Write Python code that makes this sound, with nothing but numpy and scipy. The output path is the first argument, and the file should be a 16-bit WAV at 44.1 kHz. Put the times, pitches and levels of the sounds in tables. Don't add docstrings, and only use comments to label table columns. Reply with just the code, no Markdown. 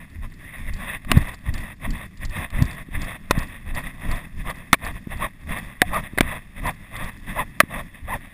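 import sys
import numpy as np
from scipy import signal
from scipy.fft import rfft, irfft
from scipy.io import wavfile
from scipy.ndimage import uniform_filter1d

SR = 44100
rng = np.random.default_rng(int(sys.argv[2]) if len(sys.argv) > 2 else 0)


def generate_wav(signal):
    frames = np.transpose(np.atleast_2d(signal))
    scaled = np.clip(frames, -1, 1) * 32767
    pcm = np.round(scaled).astype(np.int16)
    wavfile.write(sys.argv[1], SR, pcm)


N = 367353
TIME = np.arange(N) / SR


def undb(db):
    return 10 ** (np.asarray(db) / 20)


def unit(x):
    return x / np.sqrt(np.mean(x ** 2))


def add(track, start_s, sound):
    i = max(int(round(start_s * SR)), 0)
    track[i:i + len(sound)] += sound[:max(N - i, 0)]


def colour(x, points):
    hz, db = np.transpose(points)
    bin_hz = np.maximum(np.arange(len(x) // 2 + 1) * SR / len(x), 1)
    return irfft(rfft(x) * undb(np.interp(np.log(bin_hz), np.log(hz), db)), len(x))


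def resonate(x, hz, width_hz):
    return signal.lfilter(*signal.iirpeak(hz, hz / width_hz, fs=SR), x)


def lowpass(x, hz, order):
    return signal.sosfilt(signal.butter(order, hz, fs=SR, output="sos"), x)


def wander(rate_hz):
    hold = int(SR / rate_hz)
    stairs = np.repeat(rng.standard_normal(N // hold + 1), hold)
    return unit(uniform_filter1d(stairs, hold)[:N])


def hiss(level_db=-65):
    return undb(level_db) * rng.standard_normal(N)


# pitch_hz, level_db
RUMBLE_TONE = [(12, -4.5), (25, 4), (50, -7), (100, -7), (200, -8.5), (280, -16), (400, -28), (1000, -65),
               (3000, -60), (6000, -36.5)]
def rumble(rub_db, level_db=-38.0, flicker_db=2, follow=0.47, fade_db_per_s=-0.18,
           sway_db=5, sway_lag_s=0.042, sway_s=0.14):
    sway = sum(np.exp(-((TIME - s - sway_lag_s) / sway_s) ** 2) for s, _, _ in STEPS)
    motion_db = follow * rub_db + sway_db * sway + fade_db_per_s * TIME
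    noise = unit(colour(rng.standard_normal(N), RUMBLE_TONE))
    return noise * undb(level_db + motion_db - motion_db.mean() + flicker_db * wander(25))


# pitch_hz, level_db
CHINK_TONE = [(500, -11.5), (2000, -14), (3600, -11), (4250, -6), (4700, -4), (5200, -9), (6000, -4.5)]
# start_s, relative_level_db (of its first chink)
STONES = [(0.098, -45), (0.338, -39), (0.735, -25.5), (1.176, -26.5), (1.283, -35), (1.3428, -33),
          (1.5392, -23), (1.9055, -25), (2.1727, -35.5), (2.2502, -22), (2.6218, -18), (2.711, -31),
          (3.016, -21), (3.3892, -23), (3.749, -25.5), (4.114, -25), (4.501, -28.5), (4.848, -25),
          (5.1722, -37), (5.584, -33), (5.941, -29), (6.667, -26.5), (6.965, -29), (7.042, -29),
          (7.174, -43.5)]
def grit(rise_s=0.00047, decay_s=0.0051, grain_db=2.0, gain_db=-2,
         skip_s=0.037, skip_db=-9.5, skip_scatter=0.26, crumb_count=36):
    out, t = np.zeros(N), np.arange(SR // 16) / SR
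    grains = rng.standard_normal(N) * undb(grain_db * wander(760))
    fade = (1 - np.exp(-t / rise_s)) * np.exp(-t / decay_s)
    fade_level = np.sqrt(np.mean(fade ** 2)) / fade.max()
    chinks = [(when * N / SR, -62 + 16 * size) for when, size in rng.random((crumb_count, 2))]
    for start_s, db in STONES:
        for skip, chance in enumerate(rng.standard_normal(3)):
            delay_s = skip * skip_s * (1 + skip_scatter * chance)
            chinks.append((start_s + delay_s, db + skip * skip_db))
    for start_s, db in chinks:
        burst = np.roll(grains, -int(start_s * SR))[:len(t)] * fade
        add(out, start_s, undb(db + gain_db) * fade_level * unit(colour(burst, CHINK_TONE)))
    return out


# pitch_hz, level_db
THUD_TONE = [(10, -2), (25, 6.5), (45, -4.5), (80, -3), (120, -16), (200, -63), (400, -50), (2000, -100)]
SHUDDER_TONE = [(30, -37), (60, -11), (120, -2.5), (200, -1), (280, -4.5), (400, -24), (800, -41),
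                (3000, -100)]
# middle_s, thud_db, relative_shudder_db
STEPS = [(0.211, -30, -61), (0.708, -25, -55), (1.152, -20, -22.5), (1.512, -23, -37),
         (1.897, -23.5, -28.5), (2.268, -25.5, -47), (2.609, -22, -26), (2.98, -24, -36), (3.372, -23, -37),
         (3.73, -24.5, -38), (4.09, -24, -32), (4.411, -29.5, -51), (4.88, -30, -47), (5.169, -31, -38),
         (5.508, -34, -38.5), (5.891, -27, -43), (6.229, -26.5, -35.5), (6.621, -29.5, -40.5),
         (7.031, -32, -37), (7.319, -36, -46), (7.732, -44, -36.5), (8.078, -33, -47)]
def footfalls(thud_s=0.048, shudder_s=0.041, shudder_gain_db=-2):
    out, half_s = np.zeros(N), 0.2
    t = np.arange(int(2 * half_s * SR)) / SR - half_s
    for middle_s, thud_db, shudder_db in STEPS:
        layers = (THUD_TONE, thud_db, thud_s), (SHUDDER_TONE, shudder_db + shudder_gain_db, shudder_s)
        for tone, db, width_s in layers:
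            swell = np.exp(-(t / width_s) ** 2 / 2)
            burst = swell * colour(rng.standard_normal(len(t)), tone)
            add(out, middle_s - half_s, undb(db) * unit(burst) * np.sqrt(np.mean(swell ** 2)))
    return out


# pitch_hz, width_hz, level_db
CASE_NOTES = [(622, 315, -0.5), (1100, 320, 1), (1909, 435, 0.5), (2585, 320, -8.5), (3478, 563, -11),
              (4500, 2900, -76)]
def case(force, low_hz=0, high_hz=SR):
    out = np.zeros(len(force))
    for k, (hz, width_hz, db) in enumerate(CASE_NOTES):
        if low_hz <= hz < high_hz:
            ring = resonate(resonate(force, hz, width_hz), hz, width_hz)
            out += (-1) ** k * undb(db) * ring
    return out


# middle_s, level_db, pitch_hz
BUMPS = [(1.174, 4.5, 106), (1.491, -12.5, 75), (2.593, -10.5, 94), (2.624, -1.5, 107), (2.889, -25.5, 205),
         (3.379, -8, 143), (5.073, -18, 180), (6.136, -23.5, 201), (7.637, -14, 189)]
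def bumps(cycles=0.42, rattle_db=-30, rattle_s=0.0027):
    out, half_s = np.zeros(N), 0.05
    t = np.arange(int(2 * half_s * SR)) / SR - half_s
    for middle_s, db, hz in BUMPS:
        swing = -np.sin(2 * np.pi * hz * t + 0.5) / np.cosh(2 * hz * t / cycles)
        rattle = unit(case(rng.standard_normal(len(t)))) / np.cosh(t / rattle_s)
        add(out, middle_s - half_s, undb(db) * (swing + undb(rattle_db) * rattle))
    return out


# start_s, level_db, ring_hz, ring_width_hz, chatter_s, shove_db, shove_hz
KNOCKS = [(1.048, -41.5, 1910, 900, 0.003, -25, 300), (1.1163, -13, 2460, 1000, 0.0018, -4.5, 244),
          (2.504, -43.5, 2520, 900, 0.002, -17, 300), (3.3099, -10, 980, 452, 0.0024, -2, 443),
          (4.7301, -4.5, 1130, 323, 0.0026, -6, 250), (4.7411, -17, 2330, 198, 0.003, -11, 297),
          (5.818, -6, 1730, 388, 0.00099, -7.5, 308), (5.822, -18.5, 723, 40, 0.0032, -22, 250),
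          (6.1766, -26, 1760, 593, 0.006, 1, 407), (6.1846, -16, 1860, 364, 0.0037, -11, 456),
          (6.2079, -12, 1930, 586, 0.0024, 0.5, 277), (7.603, -3.5, 1790, 249, 0.0029, -14, 255)]
def knocks(contact_db=2, crack_db=-23, crack_hz=3400, shove_cycles=0.5, first_hit=5.0):
    out, t = np.zeros(N), np.arange(SR // 10) / SR
    per_10_ms = np.sqrt(SR / 100 / len(t))
    for start_s, db, ring_hz, width_hz, chatter_s, shove_db, shove_hz in KNOCKS:
        force = rng.standard_normal(len(t)) * np.exp(-t / chatter_s)
        force[0] = -first_hit
        crack = undb(crack_db) * lowpass(force, crack_hz, order=4)
        contact = undb(contact_db) * unit(resonate(force, ring_hz, width_hz))
        ring = unit(case(force) + crack) + contact
        shove = -np.sin(2 * np.pi * shove_hz * t) * np.exp(-shove_hz * t / shove_cycles)
        add(out, start_s, undb(db) * per_10_ms * (unit(ring) + undb(shove_db) * unit(shove)))
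    return out


# time_s, level_db
CREEP = [(0.1, -56), (3.3, -52.5), (6.4, -51.5), (8.3, -48.5)]
# start_s, length_s, level_db, pressure_db (low notes against high ones)
STROKES = [(0.0, 0.053, -43.5, -8), (0.238, 0.016, -40.5, -2), (0.403, 0.265, -42, -8.5),
           (0.675, 0.025, -32, -8), (0.71, 0.07, -46, -10), (0.773, 0.11, -38.5, -5.5),
           (0.892, 0.076, -32, -10), (1.096, 0.092, -31.5, -4.0), (1.18, 0.17, -38.5, -4.5),
           (1.449, 0.057, -37.5, -5), (1.537, 0.2, -38.5, -5.5), (1.842, 0.027, -30, -3.5),
           (1.87, 0.2, -40.5, -6), (2.22, 0.022, -36.5, -7), (2.323, 0.14, -34.5, -5.5),
           (2.529, 0.12, -36, -3), (2.648, 0.18, -39.0, -5.5), (2.926, 0.049, -35, -6.5),
           (2.998, 0.17, -37, -4.5), (3.305, 0.15, -37, -2), (3.433, 0.15, -45, -8.5),
           (3.671, 0.038, -35, -5.5), (3.759, 0.048, -29.5, -2.5), (3.835, 0.068, -34.5, -8),
           (3.938, 0.337, -44.5, -4.5), (4.041, 0.15, -35.5, -2.5), (4.38, 0.042, -39.5, -11),
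           (4.47, 0.052, -30, -0.5), (4.518, 0.11, -45, -4.5), (4.833, 0.08, -33, -1.5),
           (4.946, 0.025, -35, -7), (5.105, 0.056, -34.5, -4.5), (5.207, 0.056, -27.5, -2.5),
           (5.488, 0.11, -31.5, -3), (5.605, 0.13, -43, -6.5), (5.878, 0.019, -34, -11),
           (5.93, 0.065, -27, 3), (6.023, 0.056, -40, -7.5), (6.209, 0.17, -36, -3.0),
           (6.577, 0.021, -35, -7.5), (6.644, 0.058, -27, 0.5), (6.937, 0.16, -33.5, -3.5),
           (7.275, 0.064, -36, -7.5), (7.372, 0.05, -24, -0.5), (7.711, 0.099, -33, -1),
           (8.101, 0.058, -26, -0.5)]
def sliding(rise_s=0.01, fall_s=0.0069, creep_pressure_db=-8):
    power = undb(np.interp(TIME, *np.transpose(CREEP))) ** 2
    pressed = power * undb(creep_pressure_db) ** 2
    for start_s, length_s, db, pressure_db in STROKES:
        rise = (1 + np.tanh((TIME - start_s) / rise_s / 2)) / 2
        fall = (1 + np.tanh((start_s + length_s - TIME) / fall_s / 2)) / 2
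        stroke = (undb(db) * rise * fall) ** 2
        power += stroke
        pressed += stroke * undb(pressure_db) ** 2
    return 10 * np.log10(power), 10 * np.log10(pressed / power)


# middle_s, half_length_s, top_pitch_hz, squeak_over_hiss_db
SQUEAKS = [(0.6, .24, 2320, -5), (4.506, 0.038, 1152, -15), (5.24, 0.051, 1120, -1),
           (5.954, .04, 1259, 0.5), (6.675, 0.038, 969, 2), (7.397, 0.04, 1036, 3),
           (7.762, 0.16, 644, -6.5), (8.121, 0.047, 957, 5.5)]
def friction(grain_db=2.5, pitch_droop=0.55, pitch_jitter=0.075, fade_curve=0.31):
    force = unit(rng.standard_normal(N) * undb(grain_db * wander(1200)))
    waver = 1 + pitch_jitter * wander(300)
    for middle_s, half_s, top_hz, squeak_db in SQUEAKS:
        on = np.abs(TIME - middle_s) < half_s
        position = (TIME[on] - middle_s) / half_s
        pitch_hz = top_hz * (1 - pitch_droop * position ** 2) * waver[on]
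        phase = 2 * np.pi * np.cumsum(pitch_hz) / SR
        slips = np.sqrt(4 * top_hz / SR) * sum(np.cos(k * phase) / k for k in range(1, 4))
        share = undb(squeak_db) * (1 - position ** 2) ** fade_curve
        force[on] = (force[on] + share * slips) / np.sqrt(1 + share ** 2)
    return force


def shirt(rub_db, pressure_db, flutter_db=1.21, snag_db=2.1, soft_hz=3850, split_hz=1500, fibre_db=-25):
    force = friction() * undb(flutter_db * wander(70) + snag_db * wander(30))
    soft_force = lowpass(force, soft_hz, order=28)
    low_notes = unit(case(soft_force, high_hz=split_hz))
    high_notes = unit(case(soft_force, low_hz=split_hz))
    return undb(rub_db) * (high_notes + undb(pressure_db) * low_notes + undb(fibre_db) * force)


def scene():
    rub_db, pressure_db = sliding()
    mono = shirt(rub_db, pressure_db) + footfalls() + bumps() + knocks() + grit() + rumble(rub_db) + hiss()
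    return np.array([mono, mono])


def record(dry, recorder_hz=12000, input_top_hz=5750, output_top_hz=15300, clip_level=0.97):
    dulled = signal.sosfiltfilt(signal.butter(10, input_top_hz, fs=SR, output="sos"), dry)
    coarse = signal.resample_poly(dulled, recorder_hz, SR, axis=1)
    clipped = np.clip(coarse, -clip_level, clip_level)
    stairs = np.repeat(clipped, 4, axis=1)
    held = signal.resample_poly(stairs, SR, 4 * recorder_hz, axis=1)[:, :N]
    return signal.sosfiltfilt(signal.ellip(8, 0.1, 50, output_top_hz, fs=SR, output="sos"), held)


dry = scene()
out = record(dry)
generate_wav(out)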